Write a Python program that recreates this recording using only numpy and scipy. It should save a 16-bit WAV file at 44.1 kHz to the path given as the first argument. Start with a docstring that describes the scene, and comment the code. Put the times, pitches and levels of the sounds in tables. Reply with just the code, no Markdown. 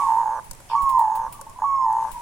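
"""A zebra dove in a wooden cage outdoors gives three coos; the first is already in its whistle as we begin.
A coo is a short rattle and a long fading rasp, both made of uneven pulses of tone, around a sagging sine whistle.
The dove shifts on its perch: claws tick (short noise), wires ring (narrow noise bands) and wood knocks (sines).
Other doves and a small bird answer from further off with wavering tones and hoarse bands, over quiet yard noise,
a faint echo and low handling bumps of the microphone over a low rumble, all made of shaped noise."""
import sys
import numpy as np
from scipy import signal
from scipy.fft import rfft, irfft, next_fast_len
from scipy.io import wavfile
from scipy.ndimage import uniform_filter1d, map_coordinates

SR = 44100
rng = np.random.default_rng(int(sys.argv[2]) if len(sys.argv) > 2 else 0)


def digitize_waveform(pressure):
    """Quantize a signal to 16-bit integers and store it at the path in sys.argv[1].

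    Rows of a 2-D input are taken as channels; values are limited to [-1, 1].
    """
    field = np.atleast_2d(pressure).T
    bounded = np.clip(field, -1, 1)
    quanta = np.round(bounded * 32767).astype(np.int16)
    wavfile.write(sys.argv[1], SR, quanta)


N = 97461


def amp(db):
    """Turn decibels into a gain."""
    return 10 ** (np.asarray(db) / 20)


def unit(x):
    """Scale to an rms of 1."""
    return x / np.sqrt(np.mean(x ** 2) + 1e-20)


def clock():
    """Time of each sample in seconds."""
    return np.arange(N) / SR


def over_time(points):
    """Join (time, value) points with straight lines."""
    return np.interp(clock(), *np.transpose(points))


def along(points, hz):
    """Join (pitch, value) points with straight lines on a log pitch axis."""
    point_hz, value = np.transpose(points)
    return np.interp(np.log(hz + 1), np.log(point_hz + 1), value)


def wobble(rate):
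    """A smooth random curve through rate random points a second."""
    points = rng.standard_normal(int(N * rate / SR) + 4)
    return map_coordinates(points, [clock() * rate])


def filtered(x, response):
    """Change the loudness of each frequency; zero padding keeps the end from wrapping round."""
    size = next_fast_len(N + SR // 2)
    spectrum = rfft(x, size) * response(np.fft.rfftfreq(size, 1 / SR))
    return irfft(spectrum, size)[..., :N]


def coloured(x, colour):
    """Shape a sound with a table of frequency_hz, level_db."""
    return filtered(x, lambda hz: amp(along(colour, hz)))


def noise(colour, side_db):
    """Coloured stereo noise of rms 1; side_db sets how much the two ears differ."""
    mid, side = coloured(rng.standard_normal((2, N)), colour)
    side = amp(side_db) * side
    return unit(np.array([mid + side, mid - side]))


def pan(db):
    """Left and right gains for a level difference; a positive one leans left."""
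    gains = amp(np.vstack([db, -db]) / 2)
    return gains / gains.mean(axis=0)


def gate(start, length, attack, release):
    """Smooth attack, hold and release, all in seconds."""
    t = clock() - start
    return np.sin(np.pi / 2 * np.clip(np.minimum(t / attack, (length - t) / release), 0, 1))


def decay(age, t60):
    """Die away by 60 dB in t60 seconds."""
    return np.exp(-np.log(1000) * age / t60)


def fade(start, attack, t60):
    """A quick rise and an exponential decay."""
    age = np.maximum(clock() - start, 0)
    return (1 - np.exp(-age / attack)) * decay(age, t60)


def turn(hz):
    """Running phase of a pitch curve."""
    return 2 * np.pi * np.cumsum(hz + np.zeros(N)) / SR


def narrow(hz, width):
    """A narrow band of noise about a pitch; faster wobbles make it wider."""
    phase = turn(hz)
    return wobble(width) * np.cos(phase) + wobble(width) * np.sin(phase)


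# thin hiss that rides on each coo: start_s, end_s, level_db
HISSES = [(-.2, .4, -58), (0.735, 1.286, -59), (1.583, 2.096, -61)]
HISS_HZ, HISS_DROP_HZ, HISS_DROP_S = 6724, 1280, 0.048  # pitch, fall by the end, time constant of the fall


def hiss():
    """A faint high resonance, a narrow noise band that drops as each coo closes."""
    out = np.zeros(N)
    for start, end, db in HISSES:
        hz = HISS_HZ - HISS_DROP_HZ * np.exp(np.minimum(clock() - end, 0) / HISS_DROP_S)
        out += amp(db) * gate(start, end - start, .02, 0.02) * narrow(hz, width=650)
    return out


# whistled part of each coo: start_s, length_s, first_pitch_hz, last_pitch_hz, level_db
WHISTLES = [(-.11, 0.2, 1185, 1067, -22.5), (0.749, 0.24, 1129, 1011, -20.5), (1.638, .23, 1117, 1027, -21)]
# overtones, which flicker: multiple of the pitch, average level_db against the whistle
OVERTONES = [(2, -42.5), (5, -44.5), (6, -53.5)]
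SAG_POWER = 1.5  # above 1, the sag speeds up
WHISTLE_ATTACK_S, WHISTLE_RELEASE_S = 0.0071, 0.022
WHISTLE_JITTER = .002  # random share of the pitch


def whistle():
    """A nearly pure tone that sags ever faster until it breaks into the rasp."""
    out = np.zeros(N)
    for start, length, first_hz, last_hz, db in WHISTLES:
        progress = np.clip((clock() - start) / length, 0, 1)
        hz = first_hz + (last_hz - first_hz) * progress ** SAG_POWER
        phase = turn(hz * (1 + WHISTLE_JITTER * wobble(120)))
        tone = np.sin(phase)
        for k, level in OVERTONES:
            tone += amp(level + 5.5 * wobble(60)) * np.sin(k * phase + 0.14 * k * wobble(250))
        loudness = amp(db + 0.79 * wobble(40)) * gate(start, length, WHISTLE_ATTACK_S, WHISTLE_RELEASE_S)
        out += np.sqrt(2) * loudness * tone
    return out


def steady(x):
    """Even out the slow level of a pulse train."""
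    power = np.abs(uniform_filter1d(np.abs(x) ** 2, size=1300))
    return x / np.sqrt(power + 0.0014 * np.max(np.abs(x)) ** 2)


# pulses harden into snaps at either end of a coo: start_s, end_s, final level_db (before the trim and colour)
SNAPS = [(.08, 0.401, -38.5), (0.685, 0.745, -46), (1.0, 1.282, -43), (1.592, 1.628, -46.5),
         (1.885, 2.11, -45)]
SNAP_DB = 1  # trim
SNAP_GROWTH_DB, SNAP_GROWTH_S = 8, 0.14  # rise towards the end, and its time constant


def hardness():
    """Strength of the snaps, growing towards the end of each rattle."""
    out = np.zeros(N)
    for start, end, db in SNAPS:
        growth = SNAP_GROWTH_DB * (np.exp(np.minimum(clock() - end, 0) / SNAP_GROWTH_S) - 1)
        out += gate(start, end - start, 0.01, .005) * amp(db + SNAP_DB + growth)
    return out


# short ringing at the edge of each pulse: pitch_hz, level_db, t60_s (time to fall 60 dB)
SNAP_MODES = [(632, 0, .014), (1170, 5, .018), (1420, -3.5, 0.017), (1587, -2, 0.014)]


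def edge_snap(age):
    """The edge of a pulse rings a few short resonances."""
    ring = sum(amp(db) * np.sin(2 * np.pi * hz * age) * decay(age, t60) for hz, db, t60 in SNAP_MODES)
    return ring * (1 - np.exp(-age / 0.00027))


# rattle and rasp of each coo: time_s, level_db (before trim and throat), pitch_hz (before sag and waver)
RASPS = [
    [(0.0, -29, 928), (0.042, -23.5, 937), (0.054, -30.5, 927), (0.086, -17.5, 912), (0.214, -19, 909),
     (0.23, -25, 889), (0.266, -20, 902), (0.386, -30, 888.4), (0.41, -46, 901)],
    [(0.698, -36.5, 910), (0.75, -15.5, 919), (0.772, -30.5, 923), (0.886, -35, 954), (0.992, -15.5, 930),
     (1.034, -17, 897), (1.218, -26, 895), (1.274, -29.5, 908), (1.295, -47, 909)],
    [(1.587, -33, 902), (1.613, -46, 904), (1.621, -24.5, 905), (1.633, -16.5, 899.7), (1.675, -39, 916),
     (1.767, -38.5, 958), (1.859, -21, 923), (1.889, -17, 897), (2.067, -26, 880), (2.12, -43.5, 926)],
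]
# colour the throat gives the voice: frequency_hz, level_db
THROAT = [(300, -41), (600, -20), (740, -8), (900, 0), (1120, 6), (1230, -1.5), (1350, -22.5), (3000, -46)]
# colour of the snaps: frequency_hz, level_db
SNAP_COLOUR = [(250, -24.5), (500, 3), (1650, 0.5), (2100, -28), (4000, -22)]
# direction of the rasp, right at first and left at the end: time_s, left_minus_right_db
DOVE_SIDE = [(0, -4.5), (1.9, -2), (2.04, 3.5), (2.12, 4)]
LOUD_DB, SOFT_DB = -19, -32  # table levels that count as full effort and none
PULSE_RATE_LOUD, PULSE_RATE_SOFT = 116, 126  # pulses a second
PULSE_SCATTER, PULSE_SIZE_DB, PHASE_SLIP = 0.1042, 2.5, 1  # typical spread: share of a period, dB, radians
RISE_LOUD_S, RISE_SOFT_S = 0.0036, 0.0027  # time to the top of a pulse
ALTERNATE_DB = 0.66  # loud pulses are stronger and weaker in turn by this much
TONE_SHARE = 0.36  # unbroken tone between pulses at full effort
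WAVER_HZ, RASP_SAG_HZ = 12.03, 13.66  # random waver, and sinking at full effort
RASP_DB, RASP_OCTAVE_DB = -0.44, -36.5  # trim of the voice, and its octave, against the table level


def rasp():
    """A voice chopped into uneven pulses, slow and round when loud, quick and sharp when soft, with snaps."""
    t, out = clock(), np.zeros((2, N))
    age = t[:SR // 25]
    snap = edge_snap(age)
    for rows in RASPS:
        times, db, hz = np.transpose(rows)
        start, end = times[0], times[-1]
        level = np.interp(t, times, db)
        effort = np.clip((level - SOFT_DB) / (LOUD_DB - SOFT_DB), 0, 1)
        rate = PULSE_RATE_SOFT + (PULSE_RATE_LOUD - PULSE_RATE_SOFT) * effort
        cycles = np.cumsum(rate * (t >= start)) / SR
        pulses = np.zeros(N + len(age), complex)  # the complex angle holds each pulse's phase slip
        snaps = np.zeros(N + len(age))
        for k, (late, size, slip) in enumerate(rng.standard_normal(size=(90, 3))):
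            i = np.searchsorted(cycles, max(k + 0.1892 + PULSE_SCATTER * late, 1 / SR))
            if i < N and t[i] < end:
                u = age / (RISE_SOFT_S + (RISE_LOUD_S - RISE_SOFT_S) * effort[i])
                gain = amp(PULSE_SIZE_DB * size + ALTERNATE_DB * effort[i] * (-1) ** k)
                shape = (u * np.exp(1 - u)) ** 2.53
                pulses[i:i + len(age)] += gain * shape * np.exp(1j * slip * PHASE_SLIP)
                snaps[i:i + len(age)] += gain * snap
        tone = TONE_SHARE * effort * gate(start, end - start, .01, .01)
        pitch = np.interp(t, times, hz) - RASP_SAG_HZ * effort + WAVER_HZ * wobble(25)
        voice = steady(pulses[:N] + tone) * np.exp(1j * turn(pitch))
        body = coloured(np.sqrt(2) * amp(level + RASP_DB) * voice.imag, THROAT)
        octave = amp(level + RASP_OCTAVE_DB) * (voice ** 2).imag  # squaring doubles the pitch
        edge = coloured(hardness() * steady(snaps[:N]), SNAP_COLOUR)
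        out += (body + octave + edge) * pan(over_time(DOVE_SIDE))
    return out


# colour of the distant murk: frequency_hz, level_db
YARD = [(25, -2.5), (60, -7), (125, -5.5), (220, -14.5), (400, -18), (600, -15), (950, -15.5), (1400, -37),
        (2500, -29), (4000, -34), (16000, -37.5)]
# colour of the fine hiss: frequency_hz, level_db
AIR = [(2000, 0), (4000, -9), (6500, -4.5), (9500, -1.5), (12000, -8.5), (16000, -31)]
# loudness of the fine hiss: time_s, level_db
AIR_LEVEL = [(0, -41.5), (.25, -51), (.45, -51.5), (.7, -51), (1.1, -52.5), (1.5, -53), (1.8, -57),
             (2.0, -49.5), (2.21, -48)]
# low handling bumps of the microphone: time_s, level_db
BUMPS = [(.51, -43.5), (0.838, -32), (.94, -41.5), (1.19, -41), (1.275, -44), (1.73, -50), (2.14, -46)]


def yard(floor_db=-51, rumble_db=-53.5):
    """Distant murk, a fine hiss and soft low bumps that lean right, over a low rumble."""
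    floor = amp(floor_db + wobble(6.6)) * noise(YARD, side_db=-24) * pan(db=0.5)
    air = amp(over_time(AIR_LEVEL) + 0.33 * wobble(28.3)) * noise(AIR, side_db=0.5)
    bumps = sum(amp(db) * np.exp(-((clock() - s) / 0.021) ** 2) for s, db in BUMPS)
    # colour of the bumps and rumble: frequency_hz, level_db
    low_colour = [(15, 8.5), (35, 7.5), (70, -5), (200, -19.5), (600, -45.5), (3000, -74.5)]
    low = (bumps + amp(rumble_db)) * noise(low_colour, side_db=-9.5) * pan(db=-14)
    return floor + air + low


# how long the echo lasts: frequency_hz, t60_s (time to fall 60 dB)
ECHO = [(200, .25), (1000, 0.66), (10000, 0.067)]


def echo(x):
    """The walls of the yard answer faintly: a tail of noise dies away at its own speed in each band."""
    hz, t, bands = signal.stft(rng.standard_normal((2, SR // 2)), SR, nperseg=256)
    fading = bands * decay(t, along(ECHO, hz)[:, None])
    tail = signal.istft(fading, SR, nperseg=256)[1]
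    return signal.fftconvolve(x[None], tail / np.linalg.norm(tail[0]), axes=1)[:, :N]


# ringing touches on the wires: time_s, level_db (before the mix levels), left_minus_right_db
CLINKS = [(0.4424, -33.5, 3), (0.818, -26.5, 0.5), (0.8907, -23.5, 2.5), (0.9898, -25, 1.5),
          (1.1524, -26, 4.5), (1.324, -25.5, 2), (2.1144, -26.5, 8.5)]
# notes of a wire: pitch_hz, average level_db (it varies by touch and ear), t60_s (time to fall 60 dB)
WIRE = [(4700, -17, 0.044), (5500, -27, 0.89), (7600, -11, 0.15), (9680, -4.5, 0.19), (11500, -30, 0.18),
        (12200, -18.5, 0.34), (13690, -26, 0.55), (15000, 0, 0.037)]
# colour of the scrape in each clink: frequency_hz, level_db
SCRAPE_COLOUR = [(1000, -14), (3000, -9.5), (6000, -16.5), (10000, -4), (13000, -16), (15500, -4.5)]
# dry claw ticks: time_s, level_db (before the mix level), left_minus_right_db
TICKS = [(0.5112, -20.5, 5), (0.5322, -32.5, -2.5), (0.549, -37, -3), (0.602, -36.5, -1.5),
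         (1.4123, -24.5, 0.5), (1.4967, -34.5, -4.5), (1.927, -34, 2.5), (2.0394, -36.5, -12)]
# colour of a tick: frequency_hz, level_db
TICK_COLOUR = [(300, -4), (1400, -10.5), (3000, -14), (5000, -2), (9000, 6.5), (12000, -1), (16000, -7.5)]


def wire_ring(start):
    """A touched wire rings in several narrow noise bands, each fading at its own speed."""
    out = np.zeros(N)
    for hz, level, t60 in WIRE:
        out += amp(level + rng.normal(0, 5.3)) * fade(start, .001, t60) * narrow(hz, width=700)
    return out


def cage(ring_db=-16, scrape_db=-11, tick_db=-6):
    """Claws touch the wires, which ring, or tick dryly on the wood as short bursts of noise."""
    out = np.zeros((2, N))
    scrape, tick = noise(SCRAPE_COLOUR, side_db=0.5), noise(TICK_COLOUR, side_db=1)
    for start, db, side in CLINKS:
        ring = amp(ring_db) * np.array([wire_ring(start) for _ in 'LR'])
        rub = amp(scrape_db) * fade(start, 0.00034, 0.15) * scrape
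        out += amp(db) * pan(side) * (ring + rub)
    for start, db, side in TICKS:
        out += amp(db + tick_db) * pan(side) * fade(start, 0.0002, 0.026) * tick
    return out


# soft knocks on the perch: time_s, level_db (added to each wood note's level)
KNOCKS = [(.512, -41), (.603, -41), (1.414, -35.5), (1.498, -51)]
# notes of the wood: pitch_hz, level_db, t60_s (time to fall 60 dB)
PERCH = [(553, -4.5, 0.092), (1010, 2, 0.031), (1430, 0, 0.015)]


def perch():
    """The bird's steps knock the wooden perch, which answers with short sine notes."""
    out = np.zeros(N)
    for start, db in KNOCKS:
        for hz, level, t60 in PERCH:
            note = np.sin(2 * np.pi * hz * (clock() - start))
            out += amp(db + level) * fade(start, 0.00039, t60) * note
    return out


# bands of the small bird's chirp: starting pitch_hz, level_db (added to the chirp level)
CHIRP_BANDS = [(3200, 5), (5150, 2)]
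CHIRP_S, CHIRP_DB, CHIRP_FALL_HZ_PER_S = .688, -43.5, 10000  # start, level, speed of the fall
CHIRP_ATTACK_S, CHIRP_DECAY_S = .016, 0.29  # rise time constant, time to fall 60 dB


def chirp():
    """One hoarse chirp of a distant small bird: wide noise bands that fall at first, diffuse and to the left."""
    fall = CHIRP_FALL_HZ_PER_S * np.clip(clock() - CHIRP_S, 0, .04)

    def one_ear():
        """Fresh noise for each ear makes the chirp diffuse."""
        return sum(amp(db) * narrow(hz - fall, width=1400) for hz, db in CHIRP_BANDS)

    bands = np.array([one_ear() for _ in 'LR'])
    return amp(CHIRP_DB) * fade(CHIRP_S, CHIRP_ATTACK_S, CHIRP_DECAY_S) * bands * pan(db=2)


# faint notes of other doves: start_s, length_s, pitch_hz, level_db
FAR_NOTES = [(1.263, 0.052, 1127, -45), (1.315, 0.036, 963, -45.5), (1.336, 0.038, 1156, -43.5),
             (1.387, 0.028, 890, -40), (1.388, 0.028, 1120, -42), (1.463, 0.027, 895, -39.5),
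             (1.463, .08, 1085, -50.5), (1.555, 0.043, 997, -42.5), (2.136, 0.053, 970, -36.5),
             (2.174, 0.059, 953, -41.5)]


def far_birds():
    """Short wavering notes of other doves: a sine blurred by a narrow noise band."""
    out = np.zeros(N)
    for start, length, hz, db in FAR_NOTES:
        note = np.sqrt(2) * np.sin(turn(hz)) + .5 * narrow(hz, width=200)
        out += amp(db) * gate(start, length, .012, 0.03) * note
    return out


def scene():
    """The near dove whistles from the right, among its cage sounds, the far birds, the echo and the yard."""
    dove = whistle() * pan(db=-5.0) + rasp()
    far = far_birds()
    walls = echo(amp(-20) * dove.mean(axis=0) + amp(-8) * far)
    return dove + hiss() + far + chirp() + walls + cage() + perch() + yard()


TOP_HZ = 16300


def record(dry):
    """Nothing is kept above the band limit."""
    return filtered(dry, lambda hz: hz < TOP_HZ)


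dry = scene()
out = record(dry)
digitize_waveform(out)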